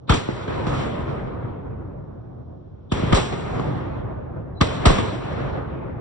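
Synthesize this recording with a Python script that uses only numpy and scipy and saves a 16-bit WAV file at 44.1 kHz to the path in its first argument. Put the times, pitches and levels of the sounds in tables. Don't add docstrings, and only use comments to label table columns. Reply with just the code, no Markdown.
import sys
import numpy as np
from scipy import signal
from scipy.fft import rfft, irfft, next_fast_len
from scipy.io import wavfile

SR = 44100
rng = np.random.default_rng(int(sys.argv[2]) if len(sys.argv) > 2 else 0)


def wav_out(sig):
    wavfile.write(sys.argv[1], SR, np.round(np.clip(np.atleast_2d(sig).T, -1, 1) * 32767).astype(np.int16))


def natural_amplitude(level_db):
    exponent = np.asarray(level_db, float) / 20
    return 10 ** exponent


N = 264908

# frequency in Hz, density in dB per Hz.
STILL_AIR = [(1200, -38.5), (2200, -10), (3500, 2.5), (4600, -8), (6000, -9), (7500, -28.5), (9500, -39.5)]
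# frequency in Hz, density in dB per Hz.
ROLL_COLOUR = [(25.0, -24.2), (50.0, -9.7), (120.0, -0.6), (200.0, -8.7), (450.0, -8.4), (760.0, -13.0),
               (1200.0, -16.1), (1700.0, -20.6), (2600.0, -26.9), (3600.0, -24.8), (4700.0, -34.5),
               (6000.0, -38.1), (8000.0, -43.0), (10000.0, -48.0)]
# frequency in Hz, shared share from 0 to 1.
COHERENCE = [(30, 0.4), (70, 1), (130, 0.91), (250, 0.22), (600, 0.29), (1200, 0.7), (1800, 0), (2500, 0),
             (3500, 0), (4000, 0.3), (4500, .85)]
# frequency in Hz, left minus right in dB.
ROLL_BALANCE = [(60, -3.1), (130, 1), (300, -1), (900, -1.5), (1500, -1), (2400, 9), (3300, -1),
                (4000, -5.5)]
# frequency in Hz, fade in dB/s.
FADE = [(60.0, 6.2), (150.0, 7.9), (700.0, 11.8), (1500.0, 17.4), (2750.0, 27.4), (5400.0, 47.5),
        (9000.0, 56.4)]
# start in seconds, level in dB, age in seconds at which it has
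# the plain colour, gain drop in dB.
ROLLS = [
    (-2.0, -4.4, 0.06, 0.1),
    (0.094, 0.1, 0.26, 20.4),
    (2.918, 0.9, 0.04, 7.0),
    (3.127, -13.8, 0.4, 12.4),
    (4.61, -8.8, 0.12, 7.3),
    (4.854, -7.0, 0.22, 12.2),
]
# start in seconds, level in dB, own fade in dB/s, freshness in
# seconds, # swell in dB/s.
SCATTER = [(0.082, -9.0, 45.0, -0.3, 2600.0), (0.097, 9.6, 222.0, 0.07, 5402.0),
           (0.139, -5.4, 152.0, 0.35, 2929.0), (0.288, -0.8, 113.0, -0.58, 4107.0),
           (0.381, -5.9, 119.0, -0.44, 682.0), (0.48, 2.3, 112.0, -0.28, 3119.0),
           (0.668, -6.5, 13.0, 0.02, 4111.0), (0.793, -8.5, 1.0, 0.04, 78.0),
           (1.1, -10.4, 179.0, -0.32, 4008.0), (2.921, 3.9, 1041.0, 0.1, 4115.0),
           (3.127, 19.0, 800.0, -0.15, 5678.0), (3.147, 1.0, 77.0, 0.27, 3011.0),
           (3.178, -0.5, 293.0, 0.04, 939.0), (3.325, 1.7, 246.0, -0.15, 3434.0),
           (3.619, -3.8, 21.0, -0.24, 164.0), (3.877, -5.4, 25.0, -0.54, 26.0),
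           (4.612, 17.8, 845.0, 0.03, 4946.0), (4.631, -2.0, 35.0, 0.11, 4017.0),
           (4.842, 1.5, 100.0, -0.4, 500.0), (4.857, 12.7, 236.0, 0.2, 5841.0),
           (4.902, 1.6, 35.0, 0.12, 4095.0), (4.985, 4.6, 602.0, -0.02, 3781.0),
           (5.278, -5.3, 10.0, -0.23, 139.0), (5.468, -1.7, 13.0, -0.4, 98.0)]
# blast in seconds, lead in seconds, frequency in Hz, width in Hz,
# level in dB.
SWELLS = [
    (.094, 0.024, 3700, 600, -45),
    (2.92, 0.027, 3420, 500, -49.5),
    (4.6095, .06, 4000, 40, -54),
]
# start in seconds, boom in dB, bottom of boom in Hz, top of boom in Hz,
# crack ring in dB.
BLASTS = [
    (.094, -4.5, 50.5, 200, -6),
    (2.918, -10.5, 57, 480, -20.5),
    (3.1272, -4, 42, 353, -15.5),
    (4.6099, -5, 80, 290, -10),
    (4.854, -5.5, 250, 594, -6.5),
]
# left minus right in dB, one per blast.
BLAST_PAN_DB = [3.5, -1.5, 3.5, 0.6, -4]
# start in seconds, boom in dB,
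# bottom of boom in Hz, top of boom in Hz, crack ring in dB.
SLAPS = [(0.122, -29.5, 99.6, 300, -11), (.146, -12.5, 200, 608, -23), (.287, -11.5, 250, 510, -37),
         (0.667, -15.5, 59.6, 316, -22.5), (2.995, -21.5, 81.4, 488, -23), (3.032, -12, 90, 250, -31),
         (3.183, -15, 200, 780, -17), (3.596, -15, 150, 915, -23), (4.621, -24.5, 101, 299, -11.5),
         (4.858, -3, 34, 170, -30), (4.903, -5, 250, 800, -16.5), (4.986, -21, 144.6, 600, -21)]
# centre in Hz, width in Hz, level in dB.
CRACK_RINGS = [(1200, 250, 11.5), (3200, 2000, -13.5), (4300, 880, -17), (8400, 3600, -29.5)]
# from in Hz, to in Hz.
SUM_GAPS = [(6520, 6900), (9130, 10500), (9400, 10500)]
# from in Hz, to in Hz.
DIFFERENCE_GAPS = [(5280, 5660), (7720, 8250)]

STEP = 32
STILL_AIR_DB = -77.3
RECOVER_DB_PER_S = 32.6
LOW_LUMPS = .15
LOW_LEAD_S, HIGH_LAG_S, HIGH_TURN = .00082, .0004, .18
SPLIT_HZ, SHARED_HZ = 1950, 4700
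LAG_CYCLES, LAG_TURN = 1.4, 1.38
CEILING, CUTOFF_HZ = .95, 9720


def at_hz(points, hz):
    table = np.array(points)
    return np.interp(np.log(hz), np.log(table[:, 0]), table[:, 1])


def drift(rate_hz):
    pole = np.exp(-2 * np.pi * STEP * rate_hz / SR)
    noise = rng.standard_normal(N // STEP + 2001)
    slow = signal.lfilter([1], [1, -2 * pole, pole * pole], noise)[2000:]
    return slow / slow.std()


def two_microphones(spectrum, hz):
    low = hz < SPLIT_HZ
    left = np.exp(-2j * np.pi * (hz * HIGH_LAG_S - HIGH_TURN) * ~low)
    right = np.exp(-2j * np.pi * hz * LOW_LEAD_S * low)
    return spectrum * np.array([left, right])


def band_pass(x, order, low_hz, high_hz):
    return signal.sosfilt(signal.butter(order, [low_hz, high_hz], "band", fs=SR, output="sos"), x)


def returning_db(t, hz):
    fade = at_hz(FADE, hz)
    s, db, plain_s, drop_db = np.array(ROLLS).T[:, :, None]
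    age = t - s
    drop_left_db = np.maximum(drop_db - RECOVER_DB_PER_S * age, 0)
    gain_db = -np.max(np.where(age > 0, drop_left_db, 0), axis=0)
    roll_db = db - fade * (np.maximum(age, 0) - plain_s) + gain_db
    roll_power = np.sum((age > 0) * natural_amplitude(2 * roll_db), axis=0)

    s, db, own_fade, fresh_s, swell = np.array(SCATTER).T[:, :, None]
    age = t - s
    loss_db = np.where(age > 0, (fade + np.abs(own_fade)) * age, -np.abs(swell) * age)
    burst_power = np.sum(natural_amplitude(2 * (db + fade * fresh_s - loss_db)), axis=0)
    return 10 * np.log10(roll_power + burst_power)


def roll(lumps_db, flutter_db, boom_wait_s):
    t = np.arange(N // STEP + 1) * STEP / SR
    starts = np.array([-1] + [blast[0] for blast in BLASTS])
    since = t - starts[np.searchsorted(starts, t) - 1]
    size = next_fast_len(N)
    hz_all = np.arange(size // 2 + 1) * SR / size
    shared = [irfft(two_microphones(rfft(rng.standard_normal(size)), hz_all), size)[:, :N] for _ in range(2)]
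    own = rng.standard_normal((2, 2, N))
    out = 0
    together = drift(9.0)
    edges = 24 * 2 ** (np.arange(37) / 4)
    for k, (low, high) in enumerate(zip(edges, edges[1:])):
        hz = np.sqrt(low * high)
        apart = hz < SHARED_HZ
        alike = np.clip(at_hz(COHERENCE, hz), 0, 1) if apart else 1
        mix = np.sqrt(alike) * shared[k % 2] + np.sqrt(1 - alike) * own[k % 2]
        run_in = mix[:, -8192:]
        band = band_pass(np.hstack([run_in, mix]), 3, low, high)[:, 8192:]
        flutter = flutter_db * (1 + LOW_LUMPS * (hz < 900)) * drift(6.7)
        level_db = returning_db(t, hz) + at_hz(ROLL_COLOUR, hz) + lumps_db * together + flutter
        wait = 1 - np.exp(-(since * hz / (100 * boom_wait_s)) ** 4)
        still_air = natural_amplitude(STILL_AIR_DB + at_hz(STILL_AIR, hz) + 7.5)
        gain = np.hypot(natural_amplitude(level_db) * wait, still_air)
        side = natural_amplitude(apart * at_hz(ROLL_BALANCE, hz) / 2 * np.array([[1], [-1]]))
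        out = out + band * side * np.interp(np.arange(N) / STEP, np.arange(len(t)), gain)
    return out


def swells():
    out = np.zeros((2, N))
    for s, lead_s, hz, width_hz, db in SWELLS:
        end, size = round(s * SR), round(lead_s * SR)
        noise = rng.standard_normal((2, 4096))
        narrow = band_pass(noise, 2, hz - width_hz / 2, hz + width_hz / 2)
        swell = np.sin(np.linspace(0, np.pi / 2, size))
        out[:, end - size:end] += natural_amplitude(db) * narrow[:, -size:] / narrow.std() * swell
    return out


def bang(boom_db, bottom_hz, top_hz, crack_db, pan_db, size=8192):
    hz = np.maximum(np.arange(size // 2 + 1), 1) * SR / size
    sweep = np.exp(-2j * np.pi * (LAG_CYCLES * np.log(hz / 130) + LAG_TURN - hz * .0009))
    colour = (hz / 100) ** -.55 / (1 + (hz / top_hz) ** 3) / (1 + (bottom_hz / hz) ** 3)
    lean = natural_amplitude(pan_db / 2 * np.array([[1], [-1]]))
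    boom = irfft(two_microphones(colour * sweep, hz)) * lean

    rings = sum(natural_amplitude(db) * np.exp(-2 * ((hz - centre) / width) ** 2) for centre, width, db in CRACK_RINGS)
    splinters = rng.standard_normal(size) * np.exp(-np.arange(size) / (0.001 * SR))
    splinters[round(.0022 * SR)] += 9.0
    crack = irfft(two_microphones(rings * rfft(splinters), hz))
    both = natural_amplitude(boom_db) * boom / np.abs(boom).max() + natural_amplitude(crack_db) * crack / np.abs(crack).max()
    return np.roll(both, 64, axis=1)


def bangs():
    out = np.zeros((2, N + 8192))
    pans_db = BLAST_PAN_DB + [0] * len(SLAPS)
    for (s, *shape), pan_db in zip(BLASTS + SLAPS, pans_db):
        one = bang(*shape, pan_db)
        start = round(s * SR) - 64
        out[:, start:start + one.shape[1]] += one
    return out[:, :N]


def scene():
    return bangs() + roll(lumps_db=1.0, flutter_db=1.38, boom_wait_s=0.044) + swells()


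def drop_gaps(x, gaps, depth_db):
    size = next_fast_len(N)
    hz = np.arange(size // 2 + 1) * SR / size
    keep = 1 / (1 + (hz / CUTOFF_HZ) ** 150)
    for low, high in gaps:
        inside = (np.tanh((hz - low) / 45) - np.tanh((hz - high) / 45)) / 2
        keep *= natural_amplitude(depth_db * inside)
    return irfft(rfft(x, size) * keep, size)[:N]


def band_limit(x):
    return signal.sosfilt(signal.butter(12, 10040, fs=SR, output="sos"), x)


def record(dry):
    left, right = CEILING * np.tanh(dry / CEILING)
    mid = drop_gaps((left + right) / 2, SUM_GAPS, depth_db=-15.0)
    side = drop_gaps((left - right) / 2, DIFFERENCE_GAPS, depth_db=-21.5)
    return band_limit(np.array([mid + side, mid - side]))


dry = scene()
out = record(dry)
wav_out(out)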